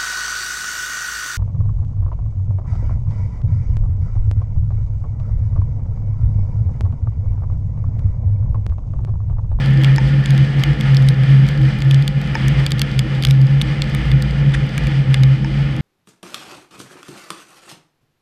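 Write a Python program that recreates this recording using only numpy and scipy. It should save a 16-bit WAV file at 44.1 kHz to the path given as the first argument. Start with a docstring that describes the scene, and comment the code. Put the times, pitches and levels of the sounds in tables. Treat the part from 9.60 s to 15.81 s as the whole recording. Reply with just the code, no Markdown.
"""An electric suburban train rolls steadily through rain, heard at the front of the driver's cab.
From the start the shaken cab booms in one strong low resonance and a few weaker ones, wheels roar and hiss
on wet rails, a motor whines faintly, and raindrops tick on a hard shell close to the microphone.
Heavy drops knock a duller panel at 0.4 s, 2.8 s and, more softly, 5.8 s; at 4.9 s water spatters briefly.
Noise through resonances makes the rolling, wavering sines the booms, and fading sines with noise the drops."""
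import sys
import numpy as np
from scipy import signal
from scipy.fft import rfft, irfft, next_fast_len
from scipy.io import wavfile
from scipy.ndimage import map_coordinates

SR = 44100
rng = np.random.default_rng(int(sys.argv[2]) if len(sys.argv) > 2 else 0)


def master_out(mix):
    """Clip the mix to full scale and print it as 16-bit PCM to the path in sys.argv[1]."""
    frames = np.transpose(np.atleast_2d(mix))
    ceiling = np.clip(frames, -1, 1)
    pcm = np.round(ceiling * 32767).astype(np.int16)
    wavfile.write(sys.argv[1], SR, pcm)


N = 273861  # length in samples, about 6.2 s


def amp(db):
    """Turn decibels into a gain."""
    return 10 ** (np.asarray(db) / 20)


def unit(x):
    """Scale x to an average (rms) size of 1."""
    return x / np.sqrt(np.mean(x ** 2) + 1e-20)


def curves(rows):
    """Draw straight lines between table rows: one curve for each column after the time."""
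    times_s, *columns = np.transpose(rows)
    return [np.interp(np.arange(N) / SR, times_s, column) for column in columns]


def wobble(rate):
    """A smooth random curve through `rate` random points a second."""
    points = rng.standard_normal(int(N * rate / SR) + 4)
    return map_coordinates(points, [np.arange(N) * rate / SR])


def filtered(x, response):
    """Make each frequency of x louder or softer, as the response function says."""
    padded = next_fast_len(len(x) + 8192)  # room for the filter to ring out
    spectrum = rfft(x, padded) * response(np.fft.rfftfreq(padded, 1 / SR))
    return irfft(spectrum, padded)[:len(x)]


def coloured(points, size=N):
    """Noise of rms 1 whose spectrum joins the (pitch_hz, density_db) points."""
    pitch_hz, density_db = np.transpose(points)

    def response(hz):
        return amp(np.interp(np.log(hz + 1), np.log(pitch_hz), density_db))

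    return unit(filtered(rng.standard_normal(size), response))


def resonant(modes, skirt):
    """Noise of rms 1 in separately shaken resonances; a larger skirt darkens the valleys between them."""
    def response(f):
        power = 0
        for centre_hz, width_hz, db in modes:
            offset = (f * f - centre_hz * centre_hz) / ((f + 1) * width_hz)
            power = power + amp(db) ** 2 / (1 + offset ** 2 / skirt) ** skirt
        return np.sqrt(power)

    return unit(filtered(rng.standard_normal(N), response))


def tone(hz):
    """A sine of rms 1 on a moving pitch."""
    return np.sqrt(2) * np.sin(2 * np.pi * np.cumsum(hz) / SR)


def swell(level_db, hz, wander_hz, flutter_db, rate):
    """A sharp resonance under random shaking: nearly a sine, unsteady in pitch and size."""
    flutter = amp(level_db + flutter_db * wobble(rate))
    return flutter * tone(hz + wander_hz * wobble(rate))


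def swelling(swells, rest_db, gain_db, attack_s, release_s):
    """Level (dB) of a resonance that idles at rest; each swell builds up, holds and dies away."""
    t = np.arange(N) / SR
    size = np.full(N, amp(rest_db))
    for start, length, db in swells:
        rise = np.clip(.5 + (t - start) / attack_s, 0, 1)
        fall = np.clip(.5 + (start + length - t) / release_s, 0, 1)
        shape = np.sin(np.pi / 2 * rise) * np.sin(np.pi / 2 * fall)
        size = np.maximum(size, amp(db + gain_db) * shape)
    return 20 * np.log10(size)


def add(track, s, sound):
    """Mix a short sound into the track at time s."""
    part = track[max(round(s * SR), 0):][:len(sound)]
    part += sound[:len(part)]


def motor():
    """The traction motor's thin, faint whine: a sine that wavers a little in pitch and level."""
    return swell(level_db=-50, hz=809.6, wander_hz=2.2, flutter_db=2.0, rate=7)


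# Resonances of the body panels: pitch_hz, width_hz, level_db (against each other)
BODY_MODES = [(420, 136, -8), (508, 37, -1.5), (537, 14, -7)]
BODY_DB = -38.5  # level at average rolling
BODY_SHARE = 0.55  # dB of shaking in the panels per dB of rolling


def body(effort_db):
    """The body panels hum with the rolling, above the main resonances of the cab's air."""
    return amp(BODY_DB + BODY_SHARE * effort_db) * resonant(BODY_MODES, skirt=1.5)


# Resonances that colour the rolling noise: pitch_hz, width_hz, level_db (against each other)
ROLL_MODES = [(723, 310, -4), (874, 25, -1), (1284, 246, -2.5), (1435, 36, 2), (2073, 230, 1),
              (2407, 154, -0.5), (2984, 430, -2.5), (3380, 220, -8.5)]
# The wheels' main ring: pitch_hz, width_hz, level_db
WHEEL_RING = [(1767, 196, 0)]
# Colour of the spray: pitch_hz, density_db (per Hz, against each other)
SPRAY_COLOUR = [(300, 4.5), (700, 0.5), (2500, -1), (4000, 4), (4400, 4), (4800, 7), (5600, -3), (6300, -5),
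                (7000, -13.5), (8200, -7), (9300, -20), (10600, -15), (11400, -34.5), (15000, -43.5)]
ROAR_DB, RING_DB, SPRAY_DB = -1.0, -5, -11.5  # each layer's level over the rolling
RING_FADE_DB_PER_S = 0.67  # the wheels' ring slowly dies down


def rails(rolling_db):
    """Wheels roar on the rails, ring at their main mode and throw up a fine spray."""
    t = np.arange(N) / SR
    level_db = rolling_db + 1.5 * wobble(11)  # rough patches of rail reach all three at once
    fade_db = RING_FADE_DB_PER_S * (t.mean() - t)
    roar = amp(level_db + ROAR_DB) * resonant(ROLL_MODES, skirt=1.64)
    ring_db = level_db + RING_DB + fade_db + 0.97 * wobble(25)
    ring = amp(ring_db) * resonant(WHEEL_RING, skirt=2.3)
    spray = amp(level_db + SPRAY_DB + 1.2 * wobble(24)) * coloured(SPRAY_COLOUR)
    return roar + ring + spray


# Water spattering in a short burst: start_s, level_db, length_s
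SPATTERS = [(4.937, -22, .018)]
# Colour of a spatter: pitch_hz, density_db (per Hz, against each other)
SPATTER_COLOUR = [(600, -26), (1400, -2.5), (1750, 1.5), (2300, 2), (2750, -11.5), (3400, -0.5),
                  (4000, -17.5), (6000, -21), (10000, -26), (11500, -45), (15000, -53)]
SPATTER_TAIL_DB, SPATTER_T60_S = -12, 0.31  # fine droplets after a burst: level, time to fall 60 dB


def spatter():
    """A blob of water breaks into many tiny impacts that merge into a brief rasp with a thin tail."""
    bursts = np.zeros(N)
    t = np.arange(SR // 5) / SR
    for s, db, length in SPATTERS:
        burst = np.exp(-(2 * t / length - 1) ** 4)  # a flat-topped bump
        tail = amp(SPATTER_TAIL_DB - 60 * t / SPATTER_T60_S)
        rasp = np.maximum(burst, tail) * coloured(SPATTER_COLOUR, size=len(t))
        add(bursts, s, amp(db) * rasp)
    return bursts


# Heavy drops on the panel: start_s, level_db (before the modes' own levels)
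KNOCKS = [(0.382, -11.5), (2.753, -10.5), (5.846, -20)]
# The panel's modes: pitch_hz, level_db (against each other), t60_s (time to fall 60 dB)
PANEL_MODES = [(900, -9, 0.06), (1790, -1, 0.018), (2250, -5, 0.013), (5220, -9, 0.012),
               (6360, -11, 0.0049)]


def panel(attack_s=0.00039, waver=0.0061):
    """Heavy drops ring the wet panel, lower and longer than the shell and slightly unsteady in pitch."""
    knocks = np.zeros(N)
    t = np.arange(SR // 10) / SR
    for s, level_db in KNOCKS:
        ring = np.zeros(len(t))
        for hz, db, t60 in PANEL_MODES:
            unsteady_hz = hz * (1 + waver * wobble(300)[:len(t)])
            ring += amp(db - 60 * t / t60) * tone(unsteady_hz)
        onset = 1 - np.exp(-t / attack_s)
        add(knocks, s, amp(level_db) * ring * onset)
    return knocks


# The shell's modes: pitch_hz, level_db (before the landing place weights them), t60_s (to fall 60 dB)
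SHELL_MODES = [(1234, 6.5, 0.013), (1710, -4.5, 0.032), (2245, -1, 0.017), (2960, -4.5, 0.0093),
               (3485, 1.5, 0.0075), (4290, -2.5, 0.0078), (4780, -2.5, 0.011)]
# Colour of a drop's splash: pitch_hz, density_db (per Hz, against each other)
SPLASH_COLOUR = [(500, -32), (2500, -5.5), (5000, 9), (6000, 7), (7400, 6.5), (9600, 4), (10800, -6),
                 (12500, 2), (15000, -13.5)]


def drop(ring_db, ring_hz, splash_db, focus_octaves=0.43, splash_t60_s=0.0061, scatter_db=1.2, lowest_hz=1100):
    """One drop: where it lands decides which shell modes ring; the water bursts in a short splash."""
    t = np.arange(1024) / SR
    ring = np.zeros(len(t))
    for hz, db, t60 in SHELL_MODES:
        # modes near ring_hz sound strongest
        reach = 1 / (1 + (np.log2(hz / ring_hz) / focus_octaves) ** 2)
        detune = 1 + 0.044 * rng.standard_normal()
        strength = reach * amp(db + scatter_db * rng.standard_normal() - 60 * t / t60)
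        ring += strength * np.sin(2 * np.pi * (hz * detune * t + rng.random()))
    ring *= 1 - np.exp(-t / 0.00017)  # the soft drop takes a moment to flatten
    fade = amp(-60 * t / splash_t60_s)
    onset = 1 - np.exp(-t / .0001)
    splash = coloured(SPLASH_COLOUR, size=len(t)) * fade * onset
    tick = amp(ring_db - 7.5) * unit(ring) + amp(splash_db - 4.0) * unit(splash)
    highpass = signal.butter(2, lowest_hz, "high", fs=SR)
    return signal.lfilter(*highpass, tick)  # a small, stiff shell radiates no bass


# Loud raindrops: start_s, ring_db, ring_hz (where the ring centres), splash_db
# (both levels compare drop with drop; each drop is then turned down by a fixed amount)
LOUD_DROPS = [(0.06, -29.5, 3700, -47), (0.2361, -24.5, 3320, -39), (0.2455, -18, 3000, -36.5),
              (0.3613, -32.5, 4150.0, -36.5), (0.6589, -23, 3400, -35), (0.706, -28, 3300, -37.6),
              (0.7785, -29, 2950.0, -41.5), (1.0367, -16, 2830, -32.5), (1.21, -24, 3180.0, -39.5),
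              (1.3467, -29.5, 3530.0, -39.5), (1.369, -20, 4500, -39.5), (1.487, -21.2, 3580, -30),
              (1.6356, -28.5, 2600, -46.5), (1.888, -30.5, 3130, -39.5), (2.221, -26, 2980.0, -41.5),
              (2.3109, -21, 2940, -35), (2.345, -26, 3560, -36), (2.4785, -20.5, 3600, -32.5),
              (2.8825, -29.5, 2945, -32.5), (3.0643, -18, 4030, -29), (3.1073, -29.5, 3340.0, -41.5),
              (3.1188, -20, 3460, -31), (3.1944, -22.5, 4320, -30), (3.217, -16.5, 3400, -24),
              (3.392, -16.5, 3730, -27.5), (3.6245, -23, 3960, -37), (3.6365, -21, 3170, -35.5),
              (3.6503, -13.5, 3530, -27), (3.67, -25, 3180, -38), (3.6863, -28, 2620.0, -42.5),
              (3.709, -21.5, 3220, -32), (4.0146, -16.5, 3240, -34), (4.0192, -27.5, 3200.0, -34.5),
              (4.22, -18.5, 3520, -33), (4.3483, -24, 2530, -37), (4.5163, -23, 2800, -45),
              (4.623, -28.5, 4257, -36.5), (5.1791, -21, 2280, -34), (5.27, -26.5, 2600, -41),
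              (5.5428, -15.5, 3080, -29.5), (5.6347, -21.5, 3170, -38)]
FINE_DROPS = 55
# the smallest fine drops' ring and splash on the same scales, spread of sizes, lowest ring
FINE_RING_DB, FINE_SPLASH_DB, FINE_RANGE_DB, FINE_LOW_HZ = -42.5, -55.5, 9, 2600


def rain():
    """Single loud drops tick on the shell among a random scatter of fine ones."""
    ticks = np.zeros(N)
    for s, ring_db, ring_hz, splash_db in LOUD_DROPS:
        add(ticks, s, drop(ring_db, ring_hz, splash_db))
    for when, size, place in rng.random((FINE_DROPS, 3)):
        size_db = FINE_RANGE_DB * size ** 2  # most are small
        ring_hz = FINE_LOW_HZ * 2 ** place  # anywhere within an octave
        fine = drop(FINE_RING_DB + size_db, ring_hz, FINE_SPLASH_DB + size_db)
        add(ticks, when * N / SR, fine)
    return ticks


# Sway of the car body: pitch_hz, density_db (per Hz, against each other)
RUMBLE_COLOUR = [(20, -20.5), (32, -8.5), (44, -2), (57, -5.5), (70, -3), (85, -4.5), (100, -16.5),
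                 (150, -41.5), (300, -83)]
# The weaker cab resonances: pitch_hz, width_hz, level_db (against each other)
CAB_MODES = [(141.4, 30, 4.5), (158, 19, -3), (206.3, 12, 1), (226, 25, -13), (251, 23, -11),
             (305, 37, -14)]
# Swells of the main boom: start_s, length_s, level_db (before a small trim), pitch_hz (at mid-swell)
BOOM_SWELLS = [(0.071, 0.31, -10, 135.2), (0.431, 0.044, -12, 135.2), (0.518, 0.092, -9.5, 138.0),
               (0.685, 0.16, -10, 135.2), (0.97, 0.048, -11.5, 137.9), (1.074, 0.058, -10, 139.2),
               (1.295, 0.24, -9, 135.2), (1.577, 0.065, -9, 133.9), (1.676, 0.18, -8.5, 136.7),
               (2.011, 0.088, -9, 134.0), (2.256, 0.166, -9, 135.5), (2.556, 0.037, -11, 139.2),
               (2.854, 0.06, -11, 137.9), (2.955, 0.08, -11, 136.7), (3.363, 0.052, -11, 134.1),
               (3.678, 0.184, -8.5, 134.3), (3.906, 0.082, -10.5, 138.5), (4.539, 0.045, -9.5, 134.1),
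               (4.786, 0.04, -10.5, 139.2), (4.86, 0.05, -11, 139.2), (5.02, 0.028, -11.5, 136.7),
               (5.359, 0.07, -9.5, 136.7), (5.485, 0.052, -10.5, 132.5), (5.59, 0.166, -9, 134.1),
               (5.927, 0.11, -12.5, 139.3)]
# Swells of the deep throb: start_s, length_s, level_db (before a small trim)
THROB_SWELLS = [(0.088, 0.03, -26), (0.411, 0.077, -19), (0.926, 0.046, -24), (1.072, 0.092, -21),
                (1.249, 0.05, -23), (1.866, 0.042, -23), (1.976, 0.044, -24), (2.83, 0.19, -21),
                (3.654, 0.062, -20.5), (3.967, 0.048, -23.5), (4.035, 0.062, -21.5), (4.386, 0.48, -20.5),
                (4.955, 0.068, -20), (5.18, 0.1, -20.5), (5.669, 0.038, -23), (5.927, 0.044, -20),
                (6.034, 0.036, -24)]
# Swells of the upper resonance: start_s, length_s, level_db (before a small trim)
OVERTONE_SWELLS = [(0.182, 0.047, -29.5), (0.53, 0.056, -33), (0.775, 0.056, -30.5), (1.058, 0.039, -29.5),
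                   (2.005, 0.058, -27.5), (2.264, 0.035, -32), (2.847, 0.032, -33.5), (3.438, 0.042, -32.5),
                   (3.743, 0.036, -30), (4.04, 0.042, -32), (4.381, 0.04, -31), (5.269, 0.046, -32),
                   (5.863, 0.043, -32.5), (6.126, 0.08, -32)]
BOOM_REST_DB, THROB_REST_DB, OVERTONE_REST_DB = -19.5, -32.0, -43.0  # levels between swells
THROB_HZ, OVERTONE_HZ = 57.4, 314.7
BOOM_WANDER_HZ, BOOM_STEADYING = 4.55, 1.23  # pitch wander at rest; dB less wander per dB of swell
RUMBLE_DB, DRONE_DB = -31.5, -22.5  # levels at average rolling
SHAKE_SHARE = 0.55  # dB of shaking in the cab per dB of rolling


def cab(effort_db):
    """The track shakes the cab: three sharp resonances swell, and a louder boom holds a steadier pitch."""
    swells = np.array(BOOM_SWELLS)
    boom_db = swelling(swells[:, :3], BOOM_REST_DB, gain_db=0.1, attack_s=0.053, release_s=0.051)
    throb_db = swelling(THROB_SWELLS, THROB_REST_DB, gain_db=-0.9, attack_s=0.054, release_s=0.064)
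    overtone_db = swelling(OVERTONE_SWELLS, OVERTONE_REST_DB, gain_db=0.4, attack_s=0.062, release_s=0.045)
    # the boom's pitch glides from the middle of one swell to the next
    boom_hz, = curves([(start + length / 2, hz) for start, length, db, hz in swells])
    unsteady_hz = BOOM_WANDER_HZ * amp(BOOM_STEADYING * (BOOM_REST_DB - boom_db))
    boom = swell(boom_db, boom_hz, wander_hz=unsteady_hz, flutter_db=1.18, rate=26)
    throb = swell(throb_db, THROB_HZ, wander_hz=2.5, flutter_db=1.6, rate=16)
    overtone = swell(overtone_db, OVERTONE_HZ, wander_hz=5.5, flutter_db=2.5, rate=24)
    shake_db = SHAKE_SHARE * effort_db
    rumble = amp(RUMBLE_DB + shake_db) * coloured(RUMBLE_COLOUR)
    drone = amp(DRONE_DB + shake_db) * resonant(CAB_MODES, skirt=1.84)
    return boom + throb + overtone + rumble + drone


# How hard the wheels roll on the track: start_s, level_db (before each layer's own level)
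ROLLING = [(0.0, -32.5), (0.4, -31.5), (0.62, -34.5), (1.16, -32), (2.11, -33.5), (2.32, -36), (2.65, -36),
           (2.89, -31.5), (3.03, -32.5), (3.2, -34), (3.54, -33.5), (3.7, -37), (3.92, -36.5),
           (4.36, -32.5), (5.5, -35), (5.62, -36), (5.86, -36), (6.21, -33)]


def scene():
    """Train and rain at one microphone; the rolling drives wheels, panels and the cab's rumble and drone."""
    rolling_db, = curves(ROLLING)
    effort_db = rolling_db - rolling_db.mean()
    water = rain() + spatter() + panel()
    train = motor() + body(effort_db) + rails(rolling_db) + cab(effort_db)
    return (water + train)[None]  # one channel


TOP_HZ = 15000  # nothing is kept from here up


def record(dry):
    """Round off the very highest peaks, then cut everything from the band limit up."""
    rounded = dry / (1 + np.abs(dry / .88) ** 10) ** (1 / 10)  # peaks bend towards 0.88 of full scale
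    return np.array([filtered(x, lambda hz: hz < TOP_HZ) for x in rounded])


dry = scene()
out = record(dry)
master_out(out)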